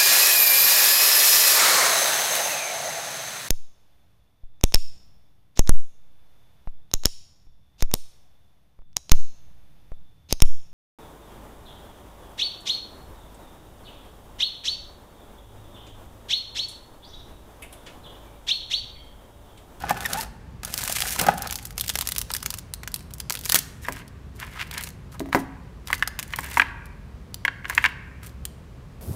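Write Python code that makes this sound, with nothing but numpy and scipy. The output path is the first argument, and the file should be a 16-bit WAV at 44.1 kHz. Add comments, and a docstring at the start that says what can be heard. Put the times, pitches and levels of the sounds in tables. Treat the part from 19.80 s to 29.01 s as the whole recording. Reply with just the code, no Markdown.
"""A quiet room with a low hum: hands unpack a small gadget on a wooden table, close by.
A cardboard box scrapes and bumps, a thin plastic bag crinkles and is put down, something thuds on the
table, and the hard gadget rubs and clatters in its moulded plastic tray. Blows ring the modes of box,
table and tray; stick-slip friction makes the rubs and squeaks; creases snapping over make the crinkle."""
import sys
import numpy as np
from scipy import signal
from scipy.fft import rfft, irfft
from scipy.io import wavfile
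from scipy.ndimage import uniform_filter1d

SR = 44100
rng = np.random.default_rng(int(sys.argv[2]) if len(sys.argv) > 2 else 0)


def generate_wav(sig):
    """Save sig (samples, or channels by samples) to the path in sys.argv[1] as 16-bit PCM at SR."""
    pcm = np.round(np.clip(np.atleast_2d(sig).T, -1, 1) * 32767).astype(np.int16)
    wavfile.write(sys.argv[1], SR, pcm)


N = 406152


def undb(db):
    """Decibels to gain."""
    return 10 ** (np.asarray(db) / 20)


def unit(x):
    """Scale to rms 1."""
    return x / np.sqrt(np.mean(x ** 2) + 1e-20)


def seconds(length_s):
    """Time axis."""
    return np.arange(int(length_s * SR)) / SR


def fade(t, t60_s):
    """Exponential decay, 60 dB in t60_s."""
    return np.exp(-np.log(1000) * t / max(t60_s, 1e-4))


def add(track, start_s, sound):
    """Mix a sound in at start_s."""
    i = max(int(start_s * SR), 0)
    track[i:i + len(sound)] += sound[:max(N - i, 0)]


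def through(x, response):
    """Convolve, keeping the input length."""
    return signal.fftconvolve(x, response)[:len(x)]


def spectrum_db(points, size=1024):
    """Interpolate (Hz, dB) points onto FFT bins."""
    hz, db = np.transpose(points)
    return np.interp(np.log(np.fft.rfftfreq(size, 1 / SR) + 1), np.log(hz), db)


def minimum_phase(db):
    """Most compact impulse response with this spectrum."""
    cepstrum = irfft(np.log(undb(db)))
    cepstrum[1:] *= 2
    cepstrum[len(cepstrum) // 2:] = 0
    return irfft(np.exp(rfft(cepstrum)))


def bell(hz, centre_hz, reach_oct):
    """Gain of 1 at the centre, half at reach_oct either side."""
    return 1 / (1 + (np.log2(hz / centre_hz) / reach_oct) ** 2)


def wander(rate_hz):
    """Smooth random drift, rms 1."""
    hold = int(SR / rate_hz)
    steps = np.repeat(rng.standard_normal(N // hold + 1), hold)
    return unit(uniform_filter1d(uniform_filter1d(steps, hold), hold)[:N])


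def gesture(strokes, release_t60_s=0.13):
    """Envelope of hand strokes: each speeds up, holds and dies away."""
    out = np.zeros(N)
    for start_s, length_s, attack_s, db in strokes:
        t = seconds(length_s + release_t60_s)
        attack = np.minimum(t / attack_s, 1)
        release = fade(np.maximum(t - length_s, 0), release_t60_s)
        add(out, start_s, undb(db) * attack * release)
    return out


def slips(per_s, jerk_hz, spread_db=3):
    """Stick-slip impulses, mostly weak, coming in uneven jerks."""
    strength = undb(spread_db * np.minimum(rng.exponential(size=N), 5))
    impulses = (rng.random(N) < per_s / SR) * strength * rng.choice([-1, 1], N)
    return impulses * undb(spread_db * wander(jerk_hz))


def ring(modes, centre_hz, reach_oct=0.9):
    """A body's clear modes: contact favours those near centre_hz, each grip shifts them a little."""
    t = seconds(0.3)
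    out = np.zeros(len(t))
    for hz, db, t60_s in modes:
        db += 2 * rng.standard_normal()
        hz *= 1 + 0.03 * min(hz / 1500, 1) * rng.standard_normal()
        out += undb(db) * bell(hz, centre_hz, reach_oct) * fade(t, t60_s) * np.sin(2 * np.pi * hz * t)
    return unit(out)


def clack(modes, centre_hz, reach_oct=1.07):
    """Heavily damped modes merge into one broad, dry response."""
    hz = np.fft.rfftfreq(1024, 1 / SR) + 1
    outline = [(SR / 1024, modes[0][1] - 20)] + [row[:2] for row in modes] + [(SR / 2, -32)]
    contact_db = 20 * np.log10(bell(hz, centre_hz, reach_oct))
    return unit(minimum_phase(spectrum_db(sorted(outline)) + contact_db))


def rub(strokes, modes, centre_hz, ringing):
    """Stick-slip drives a body's damped and clear modes."""
    drive = slips(per_s=2000, jerk_hz=55)
    damped = unit(through(drive, clack(modes, centre_hz, reach_oct=2.8)))
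    clear = unit(through(drive, ring(modes, centre_hz)))
    return unit(damped + ringing * clear) * gesture(strokes)


# Wooden table top. Each row: mode in Hz, relative level in dB, t60 in seconds.
TABLE_MODES = [(197, -10.5, 0.099), (272.8, -16, 0.63), (324.4, -12, 0.1105), (410, -8, 0.07),
               (550, -12, .06), (646, -0.5, 0.022), (765, -7.5, 0.04), (960, -6.5, 0.025),
               (1120, -10.5, 0.048), (1520, -9, 0.054), (1870, -4.5, 0.0186), (2800, -20, 0.013)]
def blows(events, modes, give_s, rattle, rattle_t60_s, tick_t60_s=0.026, knock_gain=1.0):
    """A blow rings a body and chatters; hard edges tick, weight thumps the table below."""
    out, t = np.zeros(N), seconds(0.3)
    onset = 1 - np.exp(-(t / give_s) ** 2)  # builds while the surface gives
    for start_s, db, centre_hz, tick_db, thump_db in events:
        damped = clack(modes, centre_hz)
        clear = ring(modes, centre_hz) * onset
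        chatter = through(rng.standard_normal(len(t)) * fade(t, rattle_t60_s), damped)
        knock = damped * onset[:len(damped)]
        body = clear / np.linalg.norm(clear) + rattle * chatter / np.linalg.norm(chatter)
        add(body, 0, knock_gain * knock / np.linalg.norm(knock))
        body /= np.abs(body).max()
        tick = 0.5 * rng.standard_normal(len(t)) * fade(t, tick_t60_s)
        thump = ring(TABLE_MODES, centre_hz=290, reach_oct=0.29) * fade(t, 0.27) * (1 - fade(t, 0.0346))
        thump *= 0.65 / np.abs(thump).max()
        add(out, start_s, undb(db) * (body + undb(tick_db) * tick + undb(thump_db) * thump))
    return out


# Room noise. Each row: frequency in Hz, relative density in dB.
AIR_SPECTRUM = [(12, -58), (20, -32.5), (42, -7.5), (64, -9), (153, -11.5), (225, -18.5), (298, -24.5),
                (324, -26.5), (393, -25), (788, -34), (1130, -33), (1340, -37), (1670, -38.5), (2400, -42),
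                (15500, -60)]
# Hum. Each row: mean frequency in Hz, nominal rms in dB.
HUM_TONES = [(50, -55.5), (66.3, -48.5), (113, -57.5)]
def room_tone(air_db=-42.5, waver_db=3.5, waver_hz=1.2):
    """Soft rumble and hiss under a low, wavering hum."""
    white = rfft(rng.standard_normal(N))
    out = undb(air_db) * unit(irfft(white * undb(spectrum_db(AIR_SPECTRUM, N)), N))
    for hz, db in HUM_TONES:
        amplitude = np.sqrt(2) * undb(db + waver_db * wander(8.3))
        phase = 2 * np.pi * np.cumsum(hz + waver_hz * wander(5.1)) / SR
        out += amplitude * np.sin(phase)
    return out


# Cardboard box. Each row: mode in Hz, relative level in dB, t60 in seconds.
BOX_MODES = [(195, -0.5, 0.042), (290, -13.5, 0.019), (417, -10, 0.007), (776, -4, 0.034), (842, -4, 0.012),
             (856, -10, 0.0062), (1304, -8.5, 0.012), (1526, -7, 0.035), (1828, -12.5, 0.056),
             (2510, -13, 0.045)]
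# Pushes. Each row: start, length and attack in seconds, level in dB.
BOX_STROKES = [(0, .3, 0.016, -40), (.3, 0.13, 0.0073, -35.5), (.83, 0.61, 0.047, -45),
               (1.38, 0.29, 0.018, -37)]
def box_slide():
    """Cardboard sticks and slips as the box is pushed along."""
    return rub(BOX_STROKES, BOX_MODES, centre_hz=1320, ringing=0.76)


# Sliding film. Each row: frequency in Hz, relative density in dB.
RUSTLE_SPECTRUM = [(880, -47), (1500, 0.5), (2670, 1.5), (3480, -0.5), (8540, 1.5), (11400, 0),
                   (14600, -1.5), (15500, -9.5)]
# Hands on the film. Each row: start, length and attack in seconds, rustle and crinkle gains in dB.
FILM_HANDLING = [(0, 0.22, 0.0047, -59, -42), (0.186, 0.246, 0.11, -39, -39), (0.823, 0.61, 0.27, -32, -30),
                 (1.454, .44, 0.022, -52, -38.5), (1.953, 0.45, 0.061, -51, -36.5),
                 (2.487, 0.29, 0.014, -71, -43.5), (3.115, 0.059, 0.012, -67, -31),
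                 (3.3, 0.0896, .015, -69.5, -44.5), (3.51, 0.09, 0.0092, -59, -32),
                 (3.62, 0.17, 0.063, -35.5, -27.5), (4.009, 0.18, 0.02, -53, -46.5),
                 (4.541, 0.33, 0.023, -56.5, -50), (4.92, 0.15, .04, -47, -34.5),
                 (5.31, 0.034, 0.011, -56.5, -49), (5.516, 0.083, 0.018, -44.5, -51),
                 (6.051, 0.18, 0.027, -55, -37), (6.4, .39, 0.37, -44, -34), (7.839, 0.24, 0.045, -55, -47),
                 (8.423, 0.052, 0.023, -47, -43)]
def film_rustle():
    """Countless small creases creep while the plastic film slides."""
    grains = slips(per_s=4000, jerk_hz=110, spread_db=3.5)
    rustle = unit(through(grains, minimum_phase(spectrum_db(RUSTLE_SPECTRUM))))
    return rustle * gesture([row[:4] for row in FILM_HANDLING])


def film_crinkle(per_s=48, centre_hz=6400, spread_oct=0.58, spread_db=3):
    """Lesser creases snap at random while a hand works the film."""
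    lateness, strength, brightness = rng.standard_normal((int(per_s * N / SR), 3)).T
    starts_s = np.abs(np.arange(len(lateness)) + 0.5 * lateness) / per_s
    creases = zip(starts_s, spread_db * strength, centre_hz * 2 ** (spread_oct * brightness))
    return film_snaps(creases) * gesture([(*timing, db) for *timing, _, db in FILM_HANDLING])


# Bumps. Each row: start in seconds, level in dB, ring centre in Hz, relative tick and thump in dB.
BOX_HITS = [(0.0368, -22, 804, -26, -17), (0.1072, -10.5, 780, -8, -37), (1.0966, -24, 814, 9, -25),
            (1.2342, -30, 820, 0, -22), (1.3904, -23, 1470, 9.5, -12), (1.4133, -21.5, 334, 9.5, -28),
            (1.4654, -19.5, 776, 4.5, -7), (1.4852, -4.5, 850, -17, -27.5)]
def box_bumps():
    """Soft cardboard gives slowly, then rings and rattles."""
    return undb(3) * blows(BOX_HITS, BOX_MODES, give_s=0.0038, rattle=0.72, rattle_t60_s=0.044)


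# Scrapes. Each row: midpoint in seconds, rms at the crest in dB, centre in Hz, length in seconds.
EDGE_SCRAPES = [(.092, -26.5, 1580, 0.02), (0.257, -33, 1710, 0.031), (1.396, -27.5, 1960, 0.023),
                (1.422, -35, 875, 0.073), (1.481, -26.5, 1030, 0.025), (4.054, -37, 1580, 0.022),
                (4.17, -36.5, 1560, 0.017), (4.628, -40.5, 1530, .06), (4.769, -36, 1430, 0.027),
                (4.813, -28, 1880, 0.041), (5.01, -32, 1970, 0.02), (5.351, -45.5, 1000, 0.028),
                (5.533, -29, 1460, 0.014), (7.93, -40, 1300, .022), (8.447, -47.5, 1470, .058)]
def edge_scrapes(grit_db=-19):
    """An edge catches on plastic or card: a swell of slips through one broad resonance."""
    out, t = np.zeros(N), seconds(0.2)
    hz = np.fft.rfftfreq(1024, 1 / SR) + 1
    drive = slips(per_s=1400, jerk_hz=250)
    for middle_s, db, centre_hz, length_s in EDGE_SCRAPES:
        run = drive[rng.integers(N - len(t)):][:len(t)]
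        resonance = minimum_phase(40 * np.log10(bell(hz, centre_hz, reach_oct=1.24)))
        scrape = unit(through(run, resonance)) + undb(grit_db) * unit(run)
        swell = np.exp(-0.5 * ((t - t.mean()) / (0.34 * length_s)) ** 2)
        add(out, middle_s - t.mean(), undb(db) * scrape * swell)
    return out


# Snapping film. Each row: frequency in Hz, relative density in dB.
SNAP_SPECTRUM = [(150, -15), (500, -5), (1200, -0.5), (2300, -2), (2900, -1.5), (3800, -1.5), (5000, -1),
                 (8000, -1), (12000, 0), (15500, -4)]
# Creases of bag and sleeve. Each row: start in seconds, rms of the first 5 ms in dB, brightness in Hz.
LOUD_CREASES = [(.0945, -27.5, 7700), (.2063, -30.5, 4200), (.2592, -25.5, 7500), (.3325, -20, 6270),
                (.4102, -26.5, 6800), (.833, -31.5, 3200), (.849, -24.5, 8600), (.9405, -21.5, 7350),
                (.9777, -23, 7350), (1.0374, -23, 10100), (1.0769, -23.5, 4940), (1.1242, -21.5, 8000),
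                (1.2046, -21, 6140), (1.2214, -19.5, 4000), (1.254, -31, 4150), (1.3066, -27, 7350),
                (1.3958, -20, 5400), (1.4105, -31, 4100), (1.621, -25, 9500), (1.6731, -29, 6060),
                (1.7095, -25.5, 7800), (1.7254, -24.5, 5970), (1.7563, -24.5, 7040), (1.8535, -29, 8450),
                (1.9795, -23.5, 5740), (1.9977, -26, 7800), (2.01, -19, 9100), (2.0808, -25, 7500),
                (2.0925, -21, 6070), (2.0993, -21.5, 5050), (2.1551, -19.5, 5260), (2.188, -21.5, 5900),
                (2.2108, -20, 8000), (2.2731, -21, 7500), (2.289, -23, 6300), (2.3202, -22.5, 5630),
                (2.3622, -26.5, 4170), (2.3822, -16, 9150), (2.415, -23.5, 7000), (2.5034, -28.5, 2270),
                (2.5153, -28.5, 7400), (2.5376, -21, 7540), (2.5493, -24, 7040), (2.5652, -24, 7700),
                (2.6286, -28, 5750), (2.6609, -19.5, 7300), (2.7043, -24, 6500), (2.74, -27.5, 6000),
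                (2.786, -29, 9000), (2.9377, -25, 9300), (3.0331, -34, 2890), (3.0757, -27.5, 4980),
                (3.142, -21, 8600), (3.3374, -33, 10400), (3.4018, -27, 5400), (3.4978, -22, 7480),
                (3.5054, -22, 3980), (3.5236, -25.5, 9720), (3.5523, -26.5, 4545), (3.655, -25.5, 8900),
                (3.6972, -17, 5970), (3.7211, -13, 8240), (3.7448, -8.5, 8160), (3.755, -13.5, 8110),
                (3.7595, -12, 7460), (3.7883, -19, 7840), (4.1234, -32, 8100), (4.2788, -46.5, 5810),
                (4.6, -35.5, 7600), (4.9116, -32, 4560), (4.979, -27, 5940), (5.0365, -28, 8600),
                (5.3955, -34.5, 5200), (6.1424, -29.5, 3840), (6.2752, -23, 5650), (6.3904, -25, 4600),
                (6.3964, -27, 4700), (6.4283, -29.5, 6550), (6.5604, -29.5, 9200), (7.057, -46, 7260),
                (7.5436, -28.5, 7460), (7.9502, -29.5, 9000), (8.6531, -26, 7100)]
def film_snaps(creases, neutral_hz=6500, crack_t60_s=0.015, spike=3.8):
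    """A crease flips with a spike and a short crack; its neighbours tick right after."""
    out, t = np.zeros(N), seconds(0.04)
    head = int(0.005 * SR)
    film_db = spectrum_db(SNAP_SPECTRUM)
    hz = np.fft.rfftfreq(1024, 1 / SR) + 4.5
    octaves = np.log2(np.maximum(hz, 1800) / neutral_hz)
    flutter = 0.04 * fade(t, 0.024)
    for start_s, db, centre_hz in creases:
        # Small facets die sooner and resonate higher; each radiates little below its resonance.
        t60_s = crack_t60_s * np.sqrt(neutral_hz / centre_hz) * 2 ** rng.uniform(-0.45, 0.5)
        facet_hz = centre_hz * rng.uniform(0.25, 0.8)
        resonance_db = 6 * bell(hz, facet_hz, reach_oct=0.25)
        low_cut_db = 10 * np.log10(1 + (0.5 * facet_hz / (hz + 300)) ** 2)
        tilt_db = 4.5 * np.log2(centre_hz / neutral_hz) * octaves
        force = rng.standard_normal(len(t)) * (fade(t, t60_s) + flutter)
        force[int(0.0003 * SR)] += spike * rng.choice([-1, 1])
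        force[rng.integers(2 * head, size=4)] += 0.26 * spike * rng.standard_normal(4)  # neighbours
        snap = through(force, minimum_phase(film_db + resonance_db - low_cut_db + tilt_db))
        add(out, start_s, undb(db) * snap / np.std(snap[:head]))
    return out


# Squeaks. Each row: start and length in seconds, first and last pitch in Hz, rms in dB.
SQUEAK_GLIDES = [(0.249, 0.0192, 1940, 1710, -24.5), (0.339, 0.032, 806, 767, -29.5),
                 (.368, 0.039, 858, 926, -28), (4.047, 0.012, 1820, 1790, -36.5)]
def squeaks(jitter=0.018, overtone_db_per_oct=-11):
    """Stick-slip of card or plastic locks briefly into a rough, gliding tone."""
    out, waver = np.zeros(N), wander(400)
    for start_s, length_s, first_hz, last_hz, db in SQUEAK_GLIDES:
        size = int(length_s * SR)
        hz = np.linspace(first_hz, last_hz, size) * (1 + jitter * waver[int(start_s * SR):][:size])
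        phase = 2 * np.pi * np.cumsum(hz) / SR
        tone = sum(undb(overtone_db_per_oct * np.log2(k)) * np.sin(k * phase) for k in range(1, 5))
        add(out, start_s, undb(db) * unit(tone) * signal.windows.tukey(size, 0.5))
    return out


# Landings. Each row: start in seconds, level in dB, ring centre in Hz, relative tick and thump in dB.
TABLE_HITS = [(3.7241, -22, 3450, -12, -41), (3.7554, -16.5, 3140, -21, -28),
              (4.0846, -16.5, 790, -23, -26), (5.4044, -19.5, 276, -22, -5), (5.4586, -29, 220, -20, -16),
              (5.4886, -33.5, 278, -16, -3), (5.5479, -1.5, 746, -24.5, -16)]
def table_thuds():
    """Things land on the hard table top and chatter."""
    thuds = blows(TABLE_HITS, TABLE_MODES, give_s=0.00015, rattle=0.6, rattle_t60_s=0.14, tick_t60_s=0.077)
    return undb(4) * thuds


# Plastic tray. Each row: mode in Hz, relative level in dB, t60 in seconds.
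TRAY_MODES = [(306, -15.5, 0.025), (510, -16, 0.034), (748, -17, 0.034), (953, -3.5, 0.021),
              (1086, -9, 0.038), (1335, -10, 0.014), (1670, -4, 0.023), (1876, -3, 0.022),
              (2118, -3, 0.015), (2320, -6, 0.014), (2798, -9.5, 0.018), (3110, -11.5, 0.027),
              (4450, -18, 0.017)]
# Drags. Each row: start, length and attack in seconds, level in dB.
TRAY_STROKES = [(4.03, 0.19, .04, -47), (4.57, 0.5, 0.049, -48.5), (4.92, 0.086, 0.044, -39),
                (6.07, .07, .02, -46), (6.42, 0.44, 0.38, -38.5), (7.85, 0.22, 0.053, -41.5)]
def tray_drags():
    """Sleeve and gadget stick and slip over the tray."""
    return rub(TRAY_STROKES, TRAY_MODES, centre_hz=1530, ringing=0.35)


# Knocks. Each row: start in seconds, level in dB, ring centre in Hz, relative tick in dB.
TRAY_HITS = [(4.0853, -12.5, 1040, -12), (4.6275, -21, 1500, -20), (6.1024, -14.5, 1070, -15),
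             (6.1291, -4.5, 1750, -11.5), (6.2245, -4, 1990, -21), (6.5356, -16, 2230, -31.5),
             (6.587, -12.5, 960, -7.5), (6.7711, -4.5, 1040, -23.5), (6.7969, 0.5, 1620, -31),
             (6.818, -6.5, 1610, -36.5), (7.6506, -4, 1680, -18), (7.6797, -7.5, 1700, -35),
             (7.8451, -23, 1660, -26), (7.8534, -17, 1710, -40.5), (7.8977, -16, 1090, -0.5),
             (7.9074, -18, 1115, -25), (7.9783, 0, 1880, -24), (8.041, -3, 1873, -18),
             (8.0509, -3.5, 1940, -34), (8.0591, -7, 2290, -26)]
def tray_knocks(thump_db=-26.5, thump_db_per_oct=-16.5):
    """The gadget rings the tray; the duller the knock, the more reaches the table."""
    events = [(start_s, db, hz, tick_db, thump_db + thump_db_per_oct * np.log2(hz / 1030))
              for start_s, db, hz, tick_db in TRAY_HITS]
    return blows(events, TRAY_MODES, give_s=0.00089, rattle=1.0, rattle_t60_s=0.02, knock_gain=0.63)


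# Reverberation. Each row: band centre in Hz, gain in dB, t60 in seconds.
ECHO_BANDS = [(151.1, -4.5, .5), (400, -8, 0.22), (896, -15.5, 1), (2220, -18, 1), (4000, -15, 0.45),
              (8000, -20, 0.58), (15000, -26, .38)]
def room_echo(x, build_s=0.0085, near_db=-16):
    """Quick reflections off things on the table, then the diffuse tail of the walls."""
    t = seconds(0.79)
    log_centres = np.log([row[0] for row in ECHO_BANDS])
    log_bins = np.log(np.fft.rfftfreq(len(t), 1 / SR) + 1)
    noise, tail = rfft(rng.standard_normal(len(t))), np.zeros(len(t))
    for (_, db, t60_s), share in zip(ECHO_BANDS, np.eye(len(ECHO_BANDS))):
        band = irfft(noise * np.interp(log_bins, log_centres, share), len(t))
        envelope = fade(t, t60_s) * (1 - np.exp(-(t / build_s) ** 2))
        tail += undb(db) * band * envelope / np.linalg.norm(envelope)
    near = rng.standard_normal(len(t)) * fade(t, 0.06) * (t > 0.002)
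    return through(x, tail + undb(near_db) * near / np.linalg.norm(near))


def scene():
    """All the handling, direct and reflected, over the room tone; mono."""
    hands = box_bumps() + table_thuds() + box_slide() + tray_drags() + tray_knocks()
    hands += edge_scrapes() + squeaks()
    hands += film_snaps(LOUD_CREASES) + film_crinkle() + film_rustle()
    return (hands + room_echo(hands) + room_tone())[None]


def record(dry, cutoff_hz=15500):
    """Clip at full scale, then low-pass."""
    low_pass = signal.ellip(8, 0.2, 70, cutoff_hz, fs=SR, output="sos")
    return signal.sosfilt(low_pass, np.clip(dry, -1, 1))


dry = scene()
out = record(dry)
generate_wav(out)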